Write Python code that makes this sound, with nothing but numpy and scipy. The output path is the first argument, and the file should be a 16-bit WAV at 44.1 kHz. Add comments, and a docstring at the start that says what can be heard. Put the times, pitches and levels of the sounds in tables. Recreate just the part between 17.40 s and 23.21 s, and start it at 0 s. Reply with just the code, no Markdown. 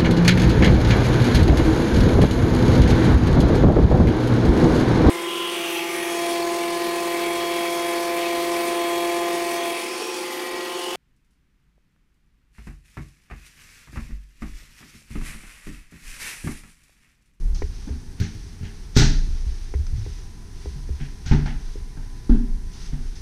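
"""In a small tiled bathroom, a hand takes the handle of a painted wooden cabinet door and the tight catch snaps free.
The door swings open, is pushed shut with a hollow knock and settles in its catch. Struck bodies are sums of decaying
modes, each blow smoothed by its contact time; tile reflections, friction and rustle are coloured noise. Steps thud
on the floor, a sleeve rustles, and a body-worn camera ticks and rumbles as it moves, over faint room noise and a whine.
"""
import sys
import numpy as np
from scipy import signal
from scipy.fft import rfft, irfft
from scipy.io import wavfile

SR = 44100
rng = np.random.default_rng(int(sys.argv[2]) if len(sys.argv) > 2 else 0)


def dump_mix(stems):
    """Bounce the given channels to the path in sys.argv[1] as a 16-bit WAV at rate SR."""
    frames = np.atleast_2d(stems).T  # one column per channel
    limited = np.clip(frames, -1, 1)  # hard clip at full scale
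    pcm = np.round(limited * 32767).astype(np.int16)
    wavfile.write(sys.argv[1], SR, pcm)


N = 256220  # length in samples
RING = np.arange(int(1.5 * SR)) / SR  # time axis of one struck sound, s

# All levels are relative gains in dB.
# Blows on the door: start_s, panel_thump_db, contact_ms, wood_clack_db, metal_catch_db
DOOR_BLOWS = [(1.565, -16.5, 1.85, -30, -38), (1.572, -22.5, 2.43, -58, -20.5), (1.586, -31, 2.9, -58, -22),
              (1.600, -23.5, 1.75, -43, -38), (1.619, -40.5, 0.62, -29.5, -57),
              (3.861, -34, 3.8, -52, -40.5), (3.912, -16.5, 2.86, -36.5, -47),
              (3.918, -24.5, 2.7, -33.5, -49), (3.932, -22, 3.4, -36, -53), (4.059, -53, 3.5, -38, -48)]
# Modes of the door panel and cabinet box: pitch_hz, level_db, t60_s
PANEL_MODES = [(27.54, 3.5, 2.38), (42.6, -4, 1), (71.7, 11, 0.41), (119.3, 6.5, 0.33), (145, 0, .58),
               (233, -1.5, .42), (280.7, -12.5, 0.72), (381, -7, 0.38), (408.2, -4, 0.393)]
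# Modes of the door edge and frame: pitch_hz, level_db, t60_s
FRAME_MODES = [(626, -14.5, 0.52), (770, -8.5, 0.28), (830, -26, 0.28), (1650, -32, 0.24),
               (2020, -11, 0.39)]
# Modes of the metal catch: pitch_hz, level_db, t60_s
CATCH_MODES = [(1448, -11, .22), (1553, -15, .2), (2250, -16, .18)]
# Dense resonances of the box: pitch_hz, level_db
BOX_SPECTRUM = [(30, -16), (90, -15.5), (240, 2.5), (420, -11.5), (560, -32), (1000, -54)]
# Dense resonances of the wood: pitch_hz, level_db
WOOD_SPECTRUM = [(200, 15), (420, 8), (560, -4), (680, 8.5), (860, 13), (1100, -1), (1500, 9.5),
                 (2200, 2.5), (3200, -5), (6000, -9), (7500, -76), (11000, -54), (15000, -82)]
# Dense resonances of the metal: pitch_hz, level_db
METAL_SPECTRUM = [(400, -39), (1100, -10.5), (1500, 0.5), (2200, -3.5), (2900, -4), (4000, 2), (5000, 0),
                  (5900, 3), (6600, -2), (7400, -13), (8600, -12.5), (9800, -36), (12300, -22),
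                  (15500, -54)]
# Click of the hinge: pitch_hz, level_db
HINGE_SPECTRUM = [(500, -2), (1500, 2.5), (3000, -17), (4500, 2), (6200, 6), (7500, -25), (15000, -30)]
SNAP_S, SNAP_DB = 1.5725, -27  # the catch lets go
HINGE_S, HINGE_DB = 2.467, -39  # the hinge clicks once when wide open

# Fingers on the handle: start_s, door_bump_db, metal_clink_db, sharp_tick_db
GRIPS = [(0.8006, -27.5, -39.5, -36), (0.811, -21, -53, -45), (0.95, -36, -56, -51),
         (1.21, -32.5, -66, -75), (1.232, -33, -52, -76), (1.252, -39, -58, -70)]
# Modes of the bumped door: pitch_hz, level_db, t60_s
BUMP_MODES = [(90.6, 1.5, 0.24), (115.4, 9, 0.09), (168, -3, 0.31), (219, -7.5, 0.51), (309, -17.5, 0.48),
              (400, -10.5, 0.17)]
# Modes of the handle: pitch_hz, level_db, t60_s
HANDLE_MODES = [(1990, -11, .3), (2110, -8, .4), (2300, -9, .2), (2480, -12, .15)]
# Sharp tick of the fingers, also of the catch snapping free: pitch_hz, level_db
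TICK_SPECTRUM = [(1000, -25), (3000, -4), (6500, 0), (9000, -4), (13000, -3), (15500, -10)]

# Rubs of the door and handle, and a sole scuff at 3.625 s:
# peak_s, rise_s, fall_s (time constants), wood_db, metal_db
RUBS = [(0.823, 0.016, 0.047, -42.5, -46), (1.26, 0.028, 0.037, -45.5, -76),
        (1.568, 0.0061, 0.0088, -36.5, -25), (1.612, 0.015, 0.015, -32, -35),
        (3.625, 0.033, 0.054, -48, -54), (3.886, 0.015, 0.069, -42.5, -49), (4.085, 0.017, 0.042, -43, -68)]
# Scrape of the wood layer: pitch_hz, level_db
SCRAPE_SPECTRUM = [(500, -11.5), (850, 3), (1100, -13), (1600, 5), (2100, 2.5), (3300, -1), (6000, -44),
                   (9000, -59)]

# Footfalls, and at 4.9454 s the heel knock returning from the wall:
# start_s, floor_thud_db, heel_knock_db, sole_scuff_db, floor_ring_db
STEPS = [(0.472, -49, -33, -51, -32), (3.606, -24, -39, -70, -22), (4.568, -55, -47, -51, -30.5),
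         (4.8939, -9, -18, -41.5, -40), (4.921, -12, -26, -51, -42), (4.9454, -50, -24, -76, -35),
         (5.525, -24.5, -37.5, -51, -21)]
# Modes of the floor boards: pitch_hz, level_db, t60_s
BOARD_MODES = [(36.6, 8.5, 0.095), (27.9, -0.5, 0.88)]
# Hollow ring under the heel: pitch_hz, level_db, t60_s
HEEL_MODES = [(138.3, -1.5, 0.49), (192.4, -3.5, 0.21), (238.7, 3.5, 0.49), (271, 1, 0.35),
              (304, -19, 0.29), (397, -30, 0.4), (386, -14.5, 0.79), (468, -22, 0.25)]
# Dense resonances of the floor: pitch_hz, level_db
FLOOR_SPECTRUM = [(60, -36.5), (150, -13.5), (230, 13), (330, -1.5), (430, -10.5), (560, -29), (1000, -48)]
# Scuff of the sole: pitch_hz, level_db
SOLE_SPECTRUM = [(100, -11), (330, -14), (570, 2), (850, 10), (1120, 0), (1600, 6.5), (2100, -7.5),
                 (2700, -7), (5000, -11), (12000, -48)]
FLOOR_RING_HZ = 140  # ring of the floor at a step

# Ticks of the camera case: start_s, tick_db, contact_ms, dry_click_db, mount_jolt_db
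CASE_TICKS = [(0.2203, -32.5, 1.11, -37, -19), (0.493, -42, 1.7, -57, -17),
              (2.339, -37, 1.09, -42.5, -12.5), (2.663, -42, 1.43, -67, -24), (3.258, -38, 1.4, -64, -21.5),
              (3.491, -40, 1.96, -62, -16.5), (4.356, -36.5, 2.33, -60, -32)]
# Modes of the camera case: pitch_hz, level_db, t60_s
CASE_MODES = [(325, -1.5, 0.14), (412, 7, 0.12), (486, 9.5, 0.037), (825, 14, 0.0047), (1035, 2, 0.036),
              (1600, 12, 0.045), (2160, 27, 0.029)]
# Dry click of the case: pitch_hz, level_db
CLICK_SPECTRUM = [(500, -23), (2000, 27), (3200, 7), (6000, -28), (7500, -28), (15000, -23)]
# Soft jolts of the mount as the arm swings the door wide and back: start_s, level_db, pitch_hz
MOUNT_JOLTS = [(1.887, -19.5, 67.9), (2.065, -15.5, 59), (2.393, -17, 77.6), (2.525, -14.5, 67),
               (2.538, -23.5, 125), (2.579, -17.5, 105.8), (3.356, -27, 140)]
TICK_JOLT_LAG_S, TICK_JOLT_HZ = 0.0099, 68.9  # delay and ring of the mount after a tick
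JOLT_T60_S = 0.28  # decay of the mount and of the floor ring

# Strokes of the arm: fastest_s, length_s (full width at half power), rustle_db
ARM_STROKES = [(0.42, 0.27, -53), (1.0, 0.32, -54.5), (1.39, 0.17, -56.5), (2.053, 0.52, -51.5),
               (2.688, 0.25, -51.5), (3.256, 0.15, -52.5), (3.7, 0.92, -57), (4.3, 0.17, -54),
               (4.772, 0.33, -59.5), (5.417, 0.12, -48), (5.783, 0.6, -55.5)]
# Quick brushes of the cuff: start_s, level_db
CUFF_BRUSHES = [(0.146, -43), (0.184, -59), (5.333, -50.5), (5.418, -49), (5.755, -49)]
# Rustle of the sleeve: pitch_hz, level_db
SLEEVE_SPECTRUM = [(300, -31), (1000, -9), (1900, -5), (3000, -7.5), (4500, -4), (6100, -1.5), (7200, -17),
                   (9500, -15), (12000, -31), (15000, -82)]
# Brush of the cuff: pitch_hz, level_db
BRUSH_SPECTRUM = [(1000, -8.5), (3000, -10), (4800, -2), (6100, 1.5), (7500, -15.5), (13000, -30)]
SLEEVE_REST_DB = -61.5

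# Leans and shifts of weight: peak_s, rumble_db
LEANS = [(0.06, -18.5), (1.72, -17), (2.52, -24), (3.4, -33), (4.148, -31), (5.1, -26), (5.57, -25)]
# Rumble of the swaying camera: pitch_hz, level_db
SWAY_SPECTRUM = [(12, -2), (27, 6), (50, -3), (100, -21.5), (200, -28), (500, -73.5)]
LEAN_RISE_S, LEAN_FALL_S = 0.077, 0.18  # time constants
STANDING_DB = -38.5  # sway of a body at rest

# Reverberation of the tiled room: pitch_hz, t60_s
ROOM_DECAY = [(100, .65), (300, .55), (700, .42), (2000, .5), (5500, .5), (9500, .36), (13000, .22)]
# Room and microphone noise: pitch_hz, level_db
AIR_SPECTRUM = [(25, 0.5), (75, 5), (160, -5), (240, -11), (330, -14), (410, -13), (560, -31.5), (800, -23),
                (1200, -30.5), (1800, -27), (3000, -36.5), (6100, -30), (7300, -37.5), (9500, -33.5),
                (12000, -42.5), (15000, -49)]
AIR_DB = -40.5
WHINE_HZ, WHINE_DB = 1001, -66
WHINE_FROM_S, WHINE_TO_S, WHINE_FADE_S = 2.5, 5.7, 0.3
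TOP_HZ = 15300  # upper limit of the recorder


def door():
    """Modal excitation: each blow thumps the panel, clacks wood on wood and rattles the metal catch."""
    out = np.zeros(N)
    panel, frame, catch = ring(PANEL_MODES), ring(FRAME_MODES), ring(CATCH_MODES)
    for start_s, thump_db, contact_ms, wood_db, metal_db in DOOR_BLOWS:
        box = panel + undb(-5.5) * room(BOX_SPECTRUM, direct_db=7.5, direct_t60=0.16)
        wood = frame + room(WOOD_SPECTRUM, direct_db=7.5, direct_t60=0.071)
        metal = catch + room(METAL_SPECTRUM, direct_db=16.5, direct_t60=0.0014)
        add(out, start_s, undb(thump_db) * soften(box, contact_ms))
        add(out, start_s, undb(wood_db) * wood + undb(metal_db) * metal)
    add(out, SNAP_S, undb(SNAP_DB) * click(TICK_SPECTRUM, t60=0.009))
    add(out, HINGE_S, undb(HINGE_DB) * click(HINGE_SPECTRUM, t60=0.022))
    return out


def handle():
    """Impact on coupled bodies: fingers bump the still shut door and make its handle clink."""
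    out = np.zeros(N)
    bump = soften(ring(BUMP_MODES), contact_ms=2.4)
    metal = ring(HANDLE_MODES)
    for start_s, bump_db, clink_db, tick_db in GRIPS:
        clink = metal + room(METAL_SPECTRUM, direct_db=-8, direct_t60=0.015)
        tick = click(TICK_SPECTRUM, t60=0.013)
        add(out, start_s, undb(bump_db) * bump + undb(clink_db) * clink + undb(tick_db) * tick)
    return out


def rubs():
    """Friction: brief scrapes as fingers work the handle, the door moves and seats, and a sole slides."""
    out = np.zeros(N)
    wood = friction(SCRAPE_SPECTRUM, grain_db=3.5, grain_hz=400)
    metal = friction(METAL_SPECTRUM, grain_db=3, grain_hz=600)
    for peak_s, rise_s, fall_s, wood_db, metal_db in RUBS:
        scrape = undb(wood_db) * wood + undb(metal_db) * metal
        out += swell(peak_s, rise_s, fall_s) * scrape
    return out


def steps():
    """Floor impact: weight bends the boards, the heel knocks, the sole scuffs and the floor rings."""
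    out = np.zeros(N)
    boards = soften(ring(BOARD_MODES), contact_ms=12.4)
    heel = above(ring(HEEL_MODES), hz=165)
    for start_s, thud_db, heel_db, scuff_db, floor_ring_db in STEPS:
        # the scuff arrives mostly by way of the walls
        scuff = room(SOLE_SPECTRUM, direct_db=-10, direct_t60=0.04)
        floor = undb(-4.0) * room(FLOOR_SPECTRUM, direct_db=11.5, direct_t60=0.082)
        knock = soften(heel + floor, contact_ms=2.35)
        add(out, start_s, undb(thud_db) * boards + undb(heel_db) * knock + undb(scuff_db) * scuff)
        add(out, start_s, undb(floor_ring_db) * jolt(FLOOR_RING_HZ))
    return out


def camera():
    """Structure-borne sound: ticks and jolts travel through the case without room; ticks rock the mount."""
    out = np.zeros(N)
    case = above(ring(CASE_MODES), hz=317)
    for start_s, tick_db, contact_ms, click_db, jolt_db in CASE_TICKS:
        dry_click = click(CLICK_SPECTRUM, t60=0.046)
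        add(out, start_s, undb(tick_db) * soften(case, contact_ms) + undb(click_db) * dry_click)
        add(out, start_s + TICK_JOLT_LAG_S, undb(jolt_db) * jolt(TICK_JOLT_HZ))
    for start_s, level_db, pitch_hz in MOUNT_JOLTS:
        add(out, start_s, undb(level_db) * jolt(pitch_hz))
    return out


def sleeve():
    """Cloth friction: rustle follows the speed of each arm stroke, and now and then the cuff brushes the coat."""
    t = np.arange(N) / SR
    power = np.full(N, undb(SLEEVE_REST_DB) ** 2)
    for fastest_s, length_s, rustle_db in ARM_STROKES:
        bell = 0.5 ** ((2 * (t - fastest_s) / length_s) ** 2)
        power += undb(rustle_db) ** 2 * bell
    out = friction(SLEEVE_SPECTRUM, grain_db=1.0, grain_hz=91.7) * np.sqrt(power)
    for start_s, level_db in CUFF_BRUSHES:
        add(out, start_s, undb(level_db) * room(BRUSH_SPECTRUM, direct_db=-6, direct_t60=0.03))
    return out


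def sway():
    """Motion-driven rumble: each shift of weight sways the camera, then it settles back to standing still."""
    effort = np.full(N, undb(STANDING_DB))
    for peak_s, rumble_db in LEANS:
        effort += undb(rumble_db) * swell(peak_s, LEAN_RISE_S, LEAN_FALL_S)
    return colour(rng.standard_normal(N), SWAY_SPECTRUM) * effort


def background():
    """Stationary noise and a pure tone: quiet rumble, hiss and a faint electrical whine that fades in and out."""
    t = np.arange(N) / SR
    nearest_end_s = np.minimum(t - WHINE_FROM_S, WHINE_TO_S - t)
    heard = np.clip(nearest_end_s / WHINE_FADE_S, 0, 1)
    whine = np.sqrt(2) * np.sin(2 * np.pi * WHINE_HZ * t)  # unit RMS
    air = colour(rng.standard_normal(N), AIR_SPECTRUM)
    return undb(AIR_DB) * air + undb(WHINE_DB) * heard * whine


def ring(modes):
    """Modal superposition: a struck body rings freely as a sum of decaying sines."""
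    return sum(undb(db) * fade(t60) * np.sin(2 * np.pi * hz * RING) for hz, db, t60 in modes)


def fade(t60):
    """Exponential damping: the amplitude is 60 dB down after t60 seconds."""
    return np.exp(-np.log(1000) * RING / t60)


def soften(x, contact_ms):
    """Contact time: a longer contact spreads the push and leaves the high modes quiet."""
    width = contact_ms * SR / 1000
    phase = (np.arange(int(width) + 1) + 0.5) / width
    push = np.sin(np.pi * np.minimum(phase, 1)) ** 2
    return signal.oaconvolve(x, push / push.sum())[:len(x)]


def jolt(hz):
    """Mass on a spring: one damped mode, softly pushed, for the camera mount and for the floor."""
    return soften(ring([(hz, 0, JOLT_T60_S)]), contact_ms=3.6)


def above(x, hz):
    """Radiation limit: a small body radiates little below its lowest mode."""
    return signal.sosfilt(signal.butter(2, hz, "high", fs=SR, output="sos"), x)


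def click(points, t60):
    """Impulsive noise: a short dry burst of decaying noise, then coloured."""
    return colour(rng.standard_normal(len(RING)) * fade(t60), points)


def friction(points, grain_db, grain_hz):
    """Stick and slip: surfaces catch and slip in small uneven grains."""
    slips = np.interp(np.arange(N) * grain_hz / SR, np.arange(N), rng.standard_normal(N))
    return colour(rng.standard_normal(N) * undb(grain_db * slips), points)


def swell(peak_s, rise_s, fall_s):
    """Exponential envelope: rise to a peak at peak_s, then fall."""
    t = np.arange(N) / SR
    return np.exp(-np.maximum((peak_s - t) / rise_s, (t - peak_s) / fall_s))


def room(points, direct_db, direct_t60):
    """Reverberation: a direct crack plus dense tile reflections with a decay time for each band."""
    spectrum = rfft(rng.standard_normal(len(RING)))
    tail = 0
    for centre, t60 in ROOM_DECAY:
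        # overlapping triangular bands on a logarithmic axis
        band = on_log_axis([(hz, float(hz == centre)) for hz, _ in ROOM_DECAY], len(RING))
        tail = tail + irfft(spectrum * band, len(RING)) * fade(t60)
    crack = undb(direct_db) * fade(direct_t60) * rng.standard_normal(len(RING))
    return colour(tail + crack, points)


def colour(x, points, size=4096):
    """Minimum-phase filtering: causal, with the given spectral shape; white noise keeps its power."""
    cepstrum = irfft(np.log(undb(on_log_axis(points, size))))
    cepstrum[1:size // 2] *= 2  # fold the cepstrum to positive time
    cepstrum[size // 2 + 1:] = 0
    response = irfft(np.exp(rfft(cepstrum)))
    return signal.oaconvolve(x, response / np.linalg.norm(response))[:len(x)]


def on_log_axis(points, size):
    """Logarithmic frequency: interpolate (Hz, value) points at the bins of a transform."""
    hz, value = np.transpose(points)
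    bins_hz = np.maximum(np.arange(size // 2 + 1) * SR / size, 1)
    return np.interp(np.log(bins_hz), np.log(hz), value)


def undb(db):
    """Level to amplitude: decibels become gain."""
    return 10 ** (np.asarray(db) / 20)


def add(track, start_s, sound):
    """Linear superposition: mix a sound into the track at start_s."""
    start = max(int(start_s * SR), 0)
    track[start:start + len(sound)] += sound[:N - start]


def scene():
    """Superposition of all sources at one microphone."""
    contact = door() + handle() + rubs() + steps()
    wearer = camera() + sleeve() + sway()
    return (contact + wearer + background())[None]


def record(dry):
    """Band limits and saturation: block the deepest rumble, round peaks near full scale, cut the top."""
    x = signal.sosfilt(signal.butter(1, 10, "high", fs=SR, output="sos"), dry)
    rounded = x / (1 + x ** 8) ** (1 / 8)
    return signal.sosfilt(signal.ellip(8, 0.2, 70, TOP_HZ, fs=SR, output="sos"), rounded)


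dry = scene()
out = record(dry)
dump_mix(out)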